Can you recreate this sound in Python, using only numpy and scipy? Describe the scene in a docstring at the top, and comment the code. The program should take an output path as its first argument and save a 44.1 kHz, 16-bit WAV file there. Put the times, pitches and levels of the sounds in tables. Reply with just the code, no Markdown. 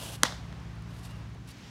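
"""Over an outdoor hush and the drone of distant engines, a burst of gritty hiss cuts off at 0.16 s.
At 0.23 s a pitched ball cracks into a catcher's leather mitt: the impact excites the damped modes of
the pocket, and the backstop fence and bleachers scatter the sound back. Pebbles click, shoes scuff
the dirt, a far bird whistles once and a soft thud follows. Near the end the drone fades, the air
grows brighter and a buckle clinks."""
import sys
import numpy as np
from scipy import signal
from scipy.fft import rfft, irfft, next_fast_len
from scipy.io import wavfile
from scipy.ndimage import map_coordinates

SR = 44100
rng = np.random.default_rng(int(sys.argv[2]) if len(sys.argv) > 2 else 0)


def to_wav(s):
    """Save 16-bit WAV."""
    ch = np.atleast_2d(s).T  # columns
    pcm = np.round(np.clip(ch, -1, 1) * 32767)  # PCM
    wavfile.write(sys.argv[1], SR, pcm.astype(np.int16))


N = 74970
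CATCH_S = 0.2336


def amp(db):
    """Amplitude ratio of a level in decibels."""
    return 10 ** (np.asarray(db) / 20)


def unit(x):
    """Normalisation to rms 1."""
    return x / np.sqrt(np.mean(x ** 2) + 1e-20)


def clock():
    """Uniform sampling: the time of each sample in seconds."""
    return np.arange(N) / SR


def colour(spectrum, hz):
    """Magnitude response: (frequency [Hz], level [dB]) points joined on a logarithmic frequency axis."""
    frequencies, levels = np.transpose(spectrum)
    return amp(np.interp(np.log(hz + 1), np.log(frequencies + 1), levels))


def envelope(points):
    """Amplitude envelope interpolated through (time [s], level [dB]) points."""
    return amp(np.interp(clock(), *np.transpose(points)))


def wobble(rate):
    """Random modulation: a smooth curve through `rate` Gaussian values a second."""
    return map_coordinates(rng.standard_normal(2048), [np.arange(N) * rate / SR], mode="wrap")


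def filtered(x, response):
    """Linear filtering: the spectrum of x times a complex frequency response."""
    size = next_fast_len(N + SR // 2)
    return irfft(rfft(x, size) * response(np.fft.rfftfreq(size, 1 / SR)), size)[:N]


def noise(spectrum):
    """Spectral shaping of white noise, at rms 1."""
    return unit(filtered(rng.standard_normal(N), lambda hz: colour(spectrum, hz)))


def burst(start, rise, t60):
    """Exponential build-up times a decay of 60 dB per t60; all times in seconds."""
    age = np.maximum(clock() - start, 0)
    return (1 - np.exp(-age / rise)) * np.exp(-np.log(1000) * age / t60)


# Spectra of the hush and of the brighter air (frequency [Hz], relative density [dB])
HUSH_SPECTRUM = [(210, -46), (350, -3.5), (451, 0), (481, -3.5), (774, -2), (1130, -1.5), (1240, -3.5),
                 (2540, -9), (5440, -17), (15500, -39)]
BRIGHT_SPECTRUM = [(200, -13), (800, -9), (2000, -1), (4000, -4), (6300, -6.5), (9000, -20), (15500, -29.5)]
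# Their envelopes (time [s], level [dB])
HUSH_ENVELOPE = [(0, -56.5), (.55, -53), (.8, -54.5), (1.15, -53.5), (1.42, -58), (1.7, -56)]
BRIGHT_ENVELOPE = [(1.42, -67.5), (1.52, -58.5), (1.66, -55), (1.7, -55.5)]

def air():
    """Broadband ambient noise: the balance of two spectra shifts toward the treble at the end."""
    flutter = amp(0.35 * wobble(rate=14.5))
    hush = envelope(HUSH_ENVELOPE) * flutter * noise(HUSH_SPECTRUM)
    return hush + envelope(BRIGHT_ENVELOPE) * noise(BRIGHT_SPECTRUM)


# Partials of the distant engines (frequency [Hz], level before the swell [dB])
ENGINE_PARTIALS = [(56.5, -53), (69, -50.5), (113.2, -47), (138.3, -53), (170.3, -51.5), (207, -62.5)]
# Their common swell and fade (time [s], gain [dB])
ENGINE_SWELL = [(0, -1.5), (.2, -0.5), (.45, 0), (.8, 2), (1.0, -0.5), (1.28, 1), (1.48, -4), (1.56, -7.5),
                (1.7, -13.5)]
# Steady low rumble (frequency [Hz], relative density [dB])
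RUMBLE_SPECTRUM = [(20, -40), (42, -9.5), (60, -7), (85, 0.5), (130, 0), (200, -1.5), (290, -5.5),
                   (420, -17.5), (900, -52)]
RUMBLE_DB = -51

def engines():
    """A line spectrum with slight amplitude and phase modulation, over a continuous rumble."""
    drone = np.zeros(N)
    for hz, db in ENGINE_PARTIALS:
        peak = np.sqrt(2) * amp(db + 1.3 * wobble(rate=5.4))
        phase = 2 * np.pi * (hz * clock() + rng.random()) + 0.63 * wobble(rate=6.11)
        drone += peak * np.sin(phase)
    return envelope(ENGINE_SWELL) * drone + amp(RUMBLE_DB) * noise(RUMBLE_SPECTRUM)


BIRD_S, BIRD_HZ, BIRD_DB = 1.084, 2810, -48.5

def bird():
    """One far whistle: random phase modulation broadens a pure tone into a wavering one."""
    phase = 2 * np.pi * BIRD_HZ * clock() + 1.6 * wobble(rate=90)
    return amp(BIRD_DB) * burst(BIRD_S, rise=0.025, t60=0.3) * np.sin(phase)


CLINK_S, CLINK_HZ, CLINK_DB = 1.511, 4603, -45

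def buckle():
    """Damped free vibration: one metal mode of a shin-guard buckle rings briefly."""
    phase = 2 * np.pi * CLINK_HZ * clock() + 0.6 * wobble(rate=330)
    return amp(CLINK_DB) * burst(CLINK_S, rise=0.0019, t60=0.034) * np.sin(phase)


GRAINS_PER_S, GRAIN_POWER_SHARE = 1500, 0.33

def grit(spectrum):
    """Shot noise: random impulses of uneven size over a smooth hiss, at rms 1."""
    grains = (rng.random(N) < GRAINS_PER_S / SR) * rng.standard_normal(N)
    hiss = rng.standard_normal(N)
    mix = np.sqrt(GRAIN_POWER_SHARE) * unit(grains) + np.sqrt(1 - GRAIN_POWER_SHARE) * hiss
    return unit(filtered(mix, lambda hz: colour(spectrum, hz)))


# Opening burst of gritty hiss (time [s], level [dB])
OPENING_HISS_ENVELOPE = [(0, -41.5), (.018, -43), (.038, -40), (.075, -41.5), (.12, -45), (.147, -42),
                         (.157, -45.5), (.172, -59.5), (.24, -64), (.3, -100)]
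# Its spectrum (frequency [Hz], relative density [dB])
OPENING_HISS_SPECTRUM = [(120, -10), (300, 5), (600, 5.5), (1000, 3), (1350, -5), (1600, 0.5), (2100, -9),
                         (2850, 5), (3600, -0.5), (6500, -4), (10500, -4), (13000, -10.5), (16000, -18)]

def opening_hiss():
    """Amplitude-modulated noise: a gritty hiss that cuts off at 0.16 s."""
    return envelope(OPENING_HISS_ENVELOPE) * amp(1.1 * wobble(rate=90)) * grit(OPENING_HISS_SPECTRUM)


# Light scuffs of shoes and shin guards (peak time [s], rise [s], fall [s], level [dB])
SCUFF_STROKES = [(.97, 0.071, 0.075, -59.5), (1.04, .01, 0.037, -53), (1.105, 0.013, .018, -59),
                 (1.17, 0.036, .04, -67.5), (1.483, 0.012, 0.04, -55.5), (1.511, 0.0061, 0.0074, -59)]
# Pebble clicks, and the thud of a knee or foot (time [s], level [dB])
PEBBLE_HITS = [(.601, -54), (0.755, -52), (.823, -49.5), (.964, -53), (1.348, -53), (1.584, -53)]
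THUD_HITS = [(1.356, -42)]
# Their spectra; pebbles share that of the scuffs (frequency [Hz], relative density [dB])
SCUFF_SPECTRUM = [(300, -23), (1500, -8), (2800, 3.5), (4400, 3), (6300, -2), (10000, -2.5), (13000, -8),
                  (16000, -18)]
THUD_SPECTRUM = [(100, 1), (300, 5), (850, -0.5), (1400, -19), (5000, -46)]

def dirt():
    """Contact noise: sliding friction on sand sustains the scuffs; impacts give short transients."""
    t, strokes = clock(), np.zeros(N)
    for peak_s, rise, fall, db in SCUFF_STROKES:
        width = np.where(t < peak_s, rise, fall)
        strokes += amp(db) * np.exp(-((t - peak_s) / width) ** 2)
    scuffs = strokes * amp(1.9 * wobble(rate=90)) * grit(SCUFF_SPECTRUM)
    clicks = sum(amp(db) * burst(start, rise=0.0002, t60=0.0062) for start, db in PEBBLE_HITS)
    thud = sum(amp(db) * burst(start, rise=0.00079, t60=0.031) for start, db in THUD_HITS)
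    return scuffs + clicks * noise(SCUFF_SPECTRUM) + thud * noise(THUD_SPECTRUM)


# Distinct reflections from fence and bleachers (delay [s], low-frequency gain [dB])
ECHO_PATHS = [(0.018, -18), (.0222, -18), (0.0894, -22), (.293, -28.5)]
ECHO_CUTOFF_HZ = 3100

def echoes(crack):
    """Specular reflection: each path returns a delayed, weaker and duller copy of the crack."""
    def response(hz):
        paths = sum(amp(db) * np.exp(-2j * np.pi * hz * delay) for delay, db in ECHO_PATHS)
        return paths / (1 + (hz / ECHO_CUTOFF_HZ) ** 2)
    return filtered(crack, response)


# Diffuse returns from ground, fence and field (delay [s], rise [s], level [dB], T60 [s])
SCATTER_TAILS = [(.001, .0005, -29, 0.14), (.014, .004, -26.5, 0.13), (0.028, .02, -35.5, .42)]
# Their common spectrum (frequency [Hz], relative density [dB])
SCATTER_SPECTRUM = [(100, -12), (380, -13.5), (560, 4), (1200, 1), (2000, 2), (2450, -7.5), (3300, 1),
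                    (5800, -3.5), (8000, -12.5), (12000, -22), (16000, -32)]

def scattering():
    """Diffuse reflection: incoherent returns of the catch add in power to a decaying wash of noise."""
    power = sum((amp(db) * burst(CATCH_S + delay, rise, t60)) ** 2
                for delay, rise, db, t60 in SCATTER_TAILS)
    return np.sqrt(power) * noise(SCATTER_SPECTRUM)


# Resonances of the mitt's hollow pocket (frequency [Hz], level [dB], T60 [s])
POCKET_MODES = [(255.4, -14.5, 0.016), (546, -21.5, 0.037), (730, -36, .03)]
POCKET_DELAY_S, POCKET_RISE_S = 0.0023, 0.0017

def pocket():
    """Modal response: heavily damped low modes of the padded glove thump just after the crack."""
    start = CATCH_S + POCKET_DELAY_S
    age = clock() - start
    return sum(amp(db) * burst(start, POCKET_RISE_S, t60) * np.sin(2 * np.pi * hz * age)
               for hz, db, t60 in POCKET_MODES)


# Response of the leather to the blow (frequency [Hz], gain [dB])
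SNAP_RESPONSE = [(60, -14), (130, 4), (260, 8), (420, -1), (520, 14.5), (800, 6.5), (1050, 16.5),
                 (1550, 20), (2050, 20), (2420, 8.5), (3200, 15.5), (5200, 5.5), (6500, 17.5), (8700, 6.5),
                 (9600, 6), (13000, -1), (16000, -28)]
# Crackle of the leather closing on the ball (frequency [Hz], relative density [dB])
CRACKLE_SPECTRUM = [(300, -1), (1500, -8.5), (2400, 1), (6500, -9.5), (11000, -2), (16000, -16.5)]
CRACKLE_DELAY_S, CRACKLE_DB = 0.00075, -10.5
LAG_CYCLES = 1.4  # the pocket gives way: each frequency peaks about this many cycles after contact
GROUND_DELAY_S, GROUND_GAIN = 0.000208, 0.47  # reflection off the dirt just below the mitt

def mitt():
    """Impulse response: a dispersed snap interferes with its ground reflection; the leather crackles."""
    def response(hz):
        phase = -2 * np.pi * (hz * CATCH_S + LAG_CYCLES * np.log(hz / SR + 1e-3))
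        ground_comb = 1 + GROUND_GAIN * np.exp(-2j * np.pi * hz * GROUND_DELAY_S)
        return colour(SNAP_RESPONSE, hz) * np.exp(1j * phase) * ground_comb
    snap = filtered(signal.unit_impulse(N), response)
    closing = burst(CATCH_S + CRACKLE_DELAY_S, rise=0.00051, t60=0.0059)
    return snap + amp(CRACKLE_DB) * closing * noise(CRACKLE_SPECTRUM)


def scene():
    """Superposition: direct sound, reflections and background add at one microphone."""
    crack = mitt() + pocket()
    catch = crack + echoes(crack) + scattering()
    return (catch + opening_hiss() + dirt() + buckle() + bird() + engines() + air())[None]


BAND_LIMIT_HZ = 15900

def record(dry):
    """Hard clipping at full scale, then band limiting by a steep low-pass filter."""
    clipped = np.clip(dry[0], -1, 1)
    return filtered(clipped, lambda hz: 1 / (1 + (hz / BAND_LIMIT_HZ) ** 160))[None]


dry = scene()
out = record(dry)
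to_wav(out)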